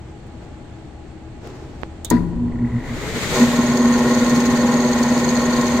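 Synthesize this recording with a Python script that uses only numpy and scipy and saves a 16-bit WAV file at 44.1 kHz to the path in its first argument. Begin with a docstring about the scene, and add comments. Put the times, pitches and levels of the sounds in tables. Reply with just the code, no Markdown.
"""Air-conditioner blower starting up.

Close to the intake of a squirrel-cage blower, after faint taps and rustles, a switch snaps twice.
The induction motor jolts the sheet-metal casing and growls while the wheel gathers speed. Air rushes
in; at full speed the casing hums and buzzes with the mains, throbbing and chirping once a turn."""
import sys
import numpy as np
from scipy import signal
from scipy.fft import rfft, irfft
from scipy.io import wavfile

SR = 44100
rng = np.random.default_rng(int(sys.argv[2]) if len(sys.argv) > 2 else 0)


def inscribe(sig):
    """Save sig as 16-bit PCM at rate SR to the path in sys.argv[1].

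    A 1-D sig is mono; a 2-D sig holds one channel per row.
    Samples are clipped to [-1, 1] before scaling.
    """
    pcm = np.round(np.clip(np.atleast_2d(sig).T, -1, 1) * 32767)
    wavfile.write(sys.argv[1], SR, pcm.astype(np.int16))


N = 255780
TIME = np.arange(N) / SR
BINS_HZ = np.fft.rfftfreq(N, 1 / SR)
PULL_HZ = 120  # magnetic pull, twice per mains cycle
START_S, CATCH_S, LOCK_S = 2.109, 3.32, 3.43  # current on, casing starts to buzz, rotor settles
RUB_LEAD_TURNS = .58  # rubbing ahead of the throb


def amp(db):
    """Decibels to gain."""
    return 10 ** (np.asarray(db) / 20)

def unit(x):
    """Scale to unit rms."""
    return x / np.sqrt(np.mean(x ** 2) + 1e-20)

def curve(points, hz):
    """Interpolate on a log-frequency axis."""
    f, value = np.transpose(points)
    return np.interp(np.log(hz + 1), np.log(f + 1), value)

def pan(side_db):
    """Stereo gains for a left-right level difference."""
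    return amp(np.array([[1], [-1]]) * side_db / 2)

def drift(rate_hz):
    """Smooth random wander, unit rms."""
    coarse = TIME[::20]
    hz = np.fft.rfftfreq(len(coarse), coarse[1])
    spectrum = rfft(rng.standard_normal(len(coarse))) * np.exp(-(hz / rate_hz) ** 2)
    return np.interp(TIME, coarse, unit(irfft(spectrum, len(coarse))))

def white_pair(likeness):
    """Spectra of two white noises with the given correlation."""
    a, b = rfft(rng.standard_normal((2, N)))
    return np.array([a, likeness * a + np.sqrt(1 - likeness ** 2) * b])

# Stereo coherence: f/Hz, correlation/1
COHERENCE = [(60, .96), (250, .92), (700, .9), (1000, .78), (1600, .35), (2500, .1), (15000, .05)]
def noise(gain):
    """Shaped stereo noise, unit rms: alike in the bass, unrelated in the treble."""
    return unit(irfft(white_pair(curve(COHERENCE, BINS_HZ)) * gain, N))

def resonance(hz, width_hz):
    """Steep-sided frequency response of one mode."""
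    return 1 / (1 + 1j * (BINS_HZ - hz) / (0.8 * width_hz)) ** 2

def pulses(cycles, sharpness):
    """Smooth gate peaking at each whole cycle, unit rms."""
    return unit(np.exp(sharpness * np.cos(2 * np.pi * cycles)))

def tone(cycles):
    """Sinusoid, unit rms."""
    return np.sqrt(2) * np.cos(2 * np.pi * cycles)

def struck(at_s, t60_s, rise_s):
    """Envelope of a strike."""
    age = np.maximum(TIME - at_s, 0)
    return (1 - np.exp(-age / rise_s)) * amp(-60 * age / t60_s)

def bell(at_s, half_s):
    """Gaussian swell, unit height."""
    return np.exp(-((TIME - at_s) / half_s) ** 2)

def onset(at_s, rise_s):
    """Smooth step from 0 to 1."""
    return .5 + .5 * np.tanh((TIME - at_s) / rise_s)


# Background spectrum: f/Hz, density/dB
ROOM_SPECTRUM = [(20, -5), (60, 2), (125, -1.5), (190, -5), (320, -7), (520, -17.5), (720, -15),
                 (1000, -23.5), (2000, -26), (3500, -34), (5300, -43), (7700, -39.5), (9600, -60),
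                 (16000, -62)]
# Background balance: f/Hz, left-right/dB
ROOM_BALANCE = [(60, 1), (200, 2.5), (400, 9.5), (1300, 5.5), (4400, -12.5), (8000, -12.5), (15000, 6)]
def room():
    """Steady background with faint machine tones."""
    wash = noise(amp(curve(ROOM_SPECTRUM, BINS_HZ)) * pan(curve(ROOM_BALANCE, BINS_HZ)))
    wash *= amp(-37 + 0.3 * drift(2.7))
    tones = [(75.3, 7.4, -44), (117.8, 2.3, -46.5), (322.9, 5.4, -48.5), (830, 18, -54.5),
             (4340, 34, -70.5), (8350, 33, -74), (8750, 30, -80.5)]
    return wash + sum(amp(db) * noise(resonance(hz, width_hz)) for hz, width_hz, db in tones)

# Rustle spectrum: f/Hz, density/dB
RUSTLE_SPECTRUM = [(100, -21), (350, 7), (700, -6.5), (1500, -13.5), (3000, -21), (7000, -24.5),
                   (10000, -41), (15000, -43)]
# Rustles: t/s, level/dB, t60/s
RUSTLE_EVENTS = [(.1, -49, .2), (.28, -52, .35), (.44, -46, 0.4), (1.46, -36.5, 1.95), (1.83, -49, 0.24)]
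def rustles(rise_s=0.037):
    """Soft rustles that swell quickly and die away."""
    level = sum(amp(db) * np.where(TIME < at_s, bell(at_s, rise_s), amp(-60 * (TIME - at_s) / t60_s))
                for at_s, db, t60_s in RUSTLE_EVENTS)
    return level * noise(amp(curve(RUSTLE_SPECTRUM, BINS_HZ))) * amp(0.87 * drift(60))

# Small close taps: t/s, level/dB, length/s, left-right/dB
TAP_EVENTS = [(0.27, -39, .00003, 4), (.585, -51, .00002, 2), (1.474, -29, .00007, 8),
              (1.817, -36, .00004, -10), (1.834, -19.5, 0.00043, -27.5)]
def taps():
    """Each tap is one push and pull of pressure."""
    out = np.zeros((2, N))
    for at_s, db, length_s, side_db in TAP_EVENTS:
        offset = (TIME - at_s) / length_s
        out -= amp(db) * pan(side_db) * np.tanh(5 * offset) * np.exp(-abs(offset))
    return out

# Switch snaps: t/s, level/dB, left-right/dB, spring level/dB
SNAP_EVENTS = [(2.0465, -21, -5, -33), (2.1015, -14.5, -5, -40)]
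# Snap spectrum: f/Hz, density/dB
SNAP_SPECTRUM = [(300, -9), (2700, -25), (3550, -19), (4300, -11), (5300, -14.5), (6600, 0.5), (9000, -4),
                 (11000, -10), (15500, -11)]
# Snap decay: f/Hz, t60/s
SNAP_DECAY = [(1000, 0.1), (3600, 0.057), (5000, 0.054), (9000, 0.028), (15000, 0.04)]
def switch():
    """A spring contact snaps twice, each band dying at its own rate, with a thin ring and faint echo."""
    out = np.zeros((2, N))
    for at_s, db, side_db, spring_db in SNAP_EVENTS:
        crack = noise(amp(curve(SNAP_SPECTRUM, BINS_HZ)))
        hz, frame_s, bands = signal.stft(crack, SR, nperseg=128)
        decay = amp(-60 * np.maximum(frame_s - at_s, 0) / curve(SNAP_DECAY, hz)[:, None])
        attack = np.clip((TIME - at_s) / 0.00057, 0, 1)
        snap = signal.istft(bands * decay, SR, nperseg=128)[1][:, :N] * attack
        spring = amp(spring_db) * noise(resonance(3620, 380)) * struck(at_s, 0.14, 0.0014)
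        echo = amp(-32) * crack * struck(at_s, 0.53, .008)
        out += spring + amp(db) * (snap * pan(side_db) + echo)
    return out

# Casing modes: f/Hz, level/dB, t60/s
CASING_MODES = [(38.8, -33, 1.6), (170.4, -19.5, 1.8), (318, -18, 0.47), (437, -28, 0.44), (493, -31, 0.19),
                (938, -17, 0.076), (980, -22.5, 0.42), (1440, -39, 0.2), (1860, -25.5, 0.063)]
def jolt(waver_cycles=.06):
    """Starting torque kicks the loose sheet-metal casing: it rings, clatters and rocks on its mounts."""
    ring = 0
    for hz, db, t60_s in CASING_MODES:
        level = amp(db + 1.5 * drift(30)) * struck(START_S, t60_s, 0.002)
        ring += level * np.sin(2 * np.pi * (hz * TIME + rng.random() + waver_cycles * drift(25)))
    spectrum_hz_db = [(100, -26), (280, 7.5), (700, -8), (1000, -20.5), (1400, -13), (2000, -13),
                      (3000, -29), (4500, -21.5), (8000, -52), (15000, -54)]
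    clatter = amp(-20) * noise(amp(curve(spectrum_hz_db, BINS_HZ)))
    clatter *= struck(START_S, 0.3, 0.002) * pulses(PULL_HZ * TIME, 0.27)
    rumble = amp(-28) * noise(resonance(50, 60)) * struck(START_S, 7.4, 0.017)
    return (ring + clatter) * pan(10.3) + rumble

def brushes(turns, first_s=2.481, last_s=2.9, per_turn=6, growth_db_per_s=20):
    """The wheel brushes a panel ever faster and harder; returns rows of t/s, level/dB."""
    passes = np.floor(per_turn * (turns - np.interp(first_s, TIME, turns)))
    hits_s = TIME[1:][(np.diff(passes) > 0) & (passes[1:] >= 0) & (TIME[1:] < last_s)]
    uneven_db = 2 * np.interp(hits_s, TIME, drift(40))
    return list(zip(hits_s, -41 + growth_db_per_s * (hits_s - first_s) + uneven_db))

# Loose-panel knocks: t/s, level/dB
PANEL_KNOCKS = [(2.168, -29), (3.022, -29), (3.1, -31), (3.242, -26)]
def run_up_rattle(speed, turns, tick_hz=1950):
    """While the rotor slips, the casing shudders and a panel ticks."""
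    slip = (1 - speed) * (TIME > WHEEL_SPEED[0][0])
    shudder = amp(-31) * noise(resonance(280, 130)) + amp(-48) * noise(resonance(970, 45))
    knocks = sum(amp(db) * struck(at_s, .04, .001) for at_s, db in list(PANEL_KNOCKS) + brushes(turns))
    return slip * shudder + knocks * tone(tick_hz * TIME + .18 * drift(200))

def grit(turns, buzz_gain, rate_per_s=60, decay_s=.0035):
    """Rubbing metal catches at random and gives tiny bright ticks."""
    chance = rate_per_s / SR * pulses(turns + RUB_LEAD_TURNS, 1) * buzz_gain ** 2 * (TIME > CATCH_S)
    catches = (rng.random(N) < chance) * amp(2.6 * np.minimum(rng.exponential(1, N), 2))
    envelope = unit(signal.lfilter([1], [1, -np.exp(-1 / (decay_s * SR))], catches))
    spectrum_hz_db = [(1500, -27), (3000, -12), (4400, 7), (5400, 5.5), (6700, 6), (9500, -9),
                      (12000, -11.5), (16000, -7)]
    return amp(-45.5) * envelope * noise(amp(curve(spectrum_hz_db, BINS_HZ)))

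def chirps(speed, turns, buzz_gain, squeak_hz=6560, wander_hz=65):
    """Metal rubs and squeaks once a turn, varying in pitch and strength."""
    cycles = np.cumsum(squeak_hz + wander_hz * drift(29.3)) / SR
    rub = pulses(turns + RUB_LEAD_TURNS, 1.8) * pulses(PULL_HZ * TIME + turns, .6)
    rub = unit(rub * amp(2.4 * drift(7)))
    squeak = np.array([tone(cycles + .15 * drift(170)) for _ in range(2)])
    contact = buzz_gain * np.minimum(buzz_gain, 1) * speed ** 4
    return amp(-35.6) * contact * rub * squeak * pan(-8.5)

# Panel modes: f/Hz, width/Hz, level/dB, left-right/dB, stereo correlation/1
PANEL_MODES = [(495, 220, -29.5, 0, 1), (842, 73, -36, -7.5, 0.99), (984.4, 46, -35, 2.5, 1),
               (1071.6, 25, -35, 0.5, 0.89), (1413, 145, -37, 0, 0.93), (1866, 68, -35, 4, 0.92),
               (4367, 260, -37, -3, 0), (6510, 500, -36.5, -6, 0.2), (12200, 1600, -56.5, 1, 0.2)]
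def panel_buzz(turns, buzz_gain):
    """Loose panels chatter at every magnetic pull, hardest once a turn."""
    chatter = buzz_gain * pulses(PULL_HZ * TIME, 0.28)
    flex = chatter * pulses(turns + 0.27, 0.14)
    rub = unit(pulses(turns + RUB_LEAD_TURNS, 0.1) * amp(4 * drift(75)))
    scrape = chatter * np.minimum(buzz_gain, 1) * rub  # high modes need hard contact
    out = np.zeros((2, N))
    for hz, width_hz, db, side_db, likeness in PANEL_MODES:
        ring = unit(irfft(white_pair(likeness) * resonance(hz, width_hz), N))
        out += amp(db) * pan(side_db) * ring * (scrape if hz > 3000 else flex)
    return out

def rush_level(speed, peak_gain, knee=0.67, settle_s=0.14):
    """Heard level of the rush: swells with speed, peaks, then settles slightly lower."""
    pole = np.exp(-1 / (settle_s * SR))
    peak_db = peak_gain * signal.lfilter([1 - pole], [1, -pole], np.gradient(speed, TIME))
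    return amp(-25 + peak_db) * speed ** 4 / (speed ** 4 + knee ** 4)

# Turbulence spectrum: f/Hz, density/dB
AIR_SPECTRUM = [(25, -27), (60, -7), (150, 3.5), (300, -2), (600, -5.5), (780, -10.5), (1250, -9.5),
                (1650, -9.5), (2100, -6), (2700, -14), (3800, -11.5), (5500, -19.5), (7000, -13.5),
                (8300, -22), (9600, -35.5), (12000, -27), (15500, -39.5)]
# Turbulence balance: f/Hz, left-right/dB
AIR_BALANCE = [(100, 9), (1000, -0.5), (2700, 4.5), (4200, -2.5), (6500, -2), (8000, 4.5), (9000, 18.5),
               (11700, 3), (14000, 16)]
def air(speed, turns, split_hz=2200):
    """Blade turbulence, gusty during the run-up, brighter with speed."""
    rush = noise(amp(curve(AIR_SPECTRUM, BINS_HZ)) * pan(curve(AIR_BALANCE, BINS_HZ)))
    roar = irfft(rfft(rush) / (1 + (BINS_HZ / split_hz) ** 4), N)
    hiss = (rush - roar) * amp(20 * (speed - 1)) * pulses(turns + RUB_LEAD_TURNS, 0.034)
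    gusts = amp(0.9 * drift(19) + 2.5 * (1 - speed) * drift(18))
    return (roar * rush_level(speed, peak_gain=4) + hiss * rush_level(speed, peak_gain=8)) * gusts

def buzz_level():
    """Buzz level: kick, faint tremor, then full buzz that peaks and briefly dips."""
    kick = amp(-10) * struck(START_S, 0.77, .004)
    running = onset(CATCH_S, .016)
    tremor = amp(-21) * onset(2.51, 0.09) * (TIME > START_S) * (1 - running)
    peak_db, dip_db = 3 * bell(3.39, 0.042), 4 * bell(3.5, 0.042)
    return kick + tremor + running * amp(-0.98 + peak_db - dip_db)

def whine(skew_cycles, top_hz=445, top_s=3.13, bend_hz_per_s2=2400):
    """Brief whine that arches in pitch as the rotor catches up with the field."""
    hz = np.maximum(top_hz - bend_hz_per_s2 * (TIME - top_s) ** 2, 2 * PULL_HZ)
    level = amp(-34 + 5.5 * drift(19)) * bell(3.15, 0.16)
    return level * tone(np.cumsum(hz) / SR + .11 * drift(40) + skew_cycles)

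def running_hum(hunt_hz=2.46, sag_db_per_s=1.37):
    """Hum level at full speed: builds, swings as the rotor hunts, slowly eases."""
    age = np.maximum(TIME - LOCK_S, 0)
    hunt_db = 1.5 * np.exp(-age / 1.9) * np.cos(2 * np.pi * hunt_hz * age)
    drop_db = sag_db_per_s * age + 4 * np.exp(-age / 0.22)
    return onset(LOCK_S, 0.074) * amp(-15.5 + hunt_db - drop_db)

# Motor surges: t/s, half-length/s, hum level/dB, growl level/dB
MOTOR_SURGES = [(2.147, 0.022, -12, -28), (2.223, 0.088, -31, -35), (2.437, 0.072, -20.5, -29),
                (2.557, 0.017, -23.5, -30), (2.641, .04, -17.5, -21.5), (2.757, 0.036, -21.5, -20),
                (2.924, .03, -27, -27.5), (3.17, .025, -24.5, -48), (3.427, 0.024, -9, -32.5),
                (3.597, 0.0089, -13.5, -49), (3.876, 0.058, -19, -51)]
# Magnetic lines: harmonic/pull rate, sideband/shaft rate, level/dB
MOTOR_LINES = [(1, 1, -35), (1, 2, -39), (2, 2, -40), (3, -2, -43), (3, -1, -42), (3, 0, -45), (3, 1, -31),
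               (4, 0, -35), (4, 1, -34), (4, 2, -45), (5, -2, -40), (5, 0, -38), (5, 1, -39), (6, -2, -49),
               (6, 0, -47), (7, -1, -39), (7, 0, -47), (8, -2, -50), (8, -1, -47), (8, 1, -47), (8, 2, -43),
               (9, -1, -38), (9, 0, -42), (9, 1, -42), (10, 2, -52), (15, 0, -53), (15, 1, -47),
               (16, 1, -52)]
def motor(speed, turns, buzz_gain):
    """Magnetic hum and growl; the off-centre rotor adds a throb and sidebands at the shaft rate."""
    pull = PULL_HZ * TIME
    skew_cycles = 0.0099 * np.array([[-.5], [.5]])  # left-right phase offset
    depth = 0.41 * (1 + .3 * drift(6.1)) * speed ** 4
    throb = (1 + depth * np.cos(2 * np.pi * turns)) * amp(1.3 * drift(15))
    hum_surge = sum(amp(db) * bell(at_s, half_s) for at_s, half_s, db, _ in MOTOR_SURGES)
    growl_surge = sum(amp(db) * bell(at_s, half_s) for at_s, half_s, _, db in MOTOR_SURGES)
    hum = (throb * running_hum() + hum_surge) * tone(2 * pull + 0.035 * drift(37) + skew_cycles)
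    growl = growl_surge * tone(pull + 0.14 * drift(9.7) + skew_cycles)
    phases = rng.random(32)  # shared by a harmonic's sidebands, so they swell with the throb
    lines = 0
    for harmonic, sideband, db in MOTOR_LINES:
        cycles = harmonic * pull + sideband * turns + phases[int(harmonic)] + 2 * skew_cycles
        lines += amp(db) * (1 + 0.46 * drift(11)) * tone(cycles)
    return hum + growl + whine(skew_cycles) + buzz_gain * speed ** 2 * lines * pan(0.72)

# Wheel run-up: t/s, speed/full speed
WHEEL_SPEED = [(2.11, 0), (2.5, .22), (2.9, .52), (3.2, .82), (3.36, .98), (3.45, 1)]
def scene(shaft_hz=19, narrowest_gap_s=3.595):
    """Wheel speed and angle drive the motor, casing and air."""
    speed = np.interp(TIME, *np.transpose(WHEEL_SPEED))
    turns = np.cumsum(shaft_hz * speed) / SR
    turns -= np.interp(narrowest_gap_s, TIME, turns)
    buzz_gain = buzz_level()
    casing = run_up_rattle(speed, turns) + panel_buzz(turns, buzz_gain)
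    rubbing = chirps(speed, turns, buzz_gain) + grit(turns, buzz_gain)
    blower = motor(speed, turns, buzz_gain) + casing + rubbing + air(speed, turns) + jolt()
    return blower + switch() + taps() + room() + rustles()

def record(dry):
    """Low-pass at 15.9 kHz."""
    lowpass = signal.firwin(511, 15900, window=("kaiser", 9), fs=SR)
    return signal.oaconvolve(dry, lowpass[None], "same")


dry = scene()
out = record(dry)
inscribe(out)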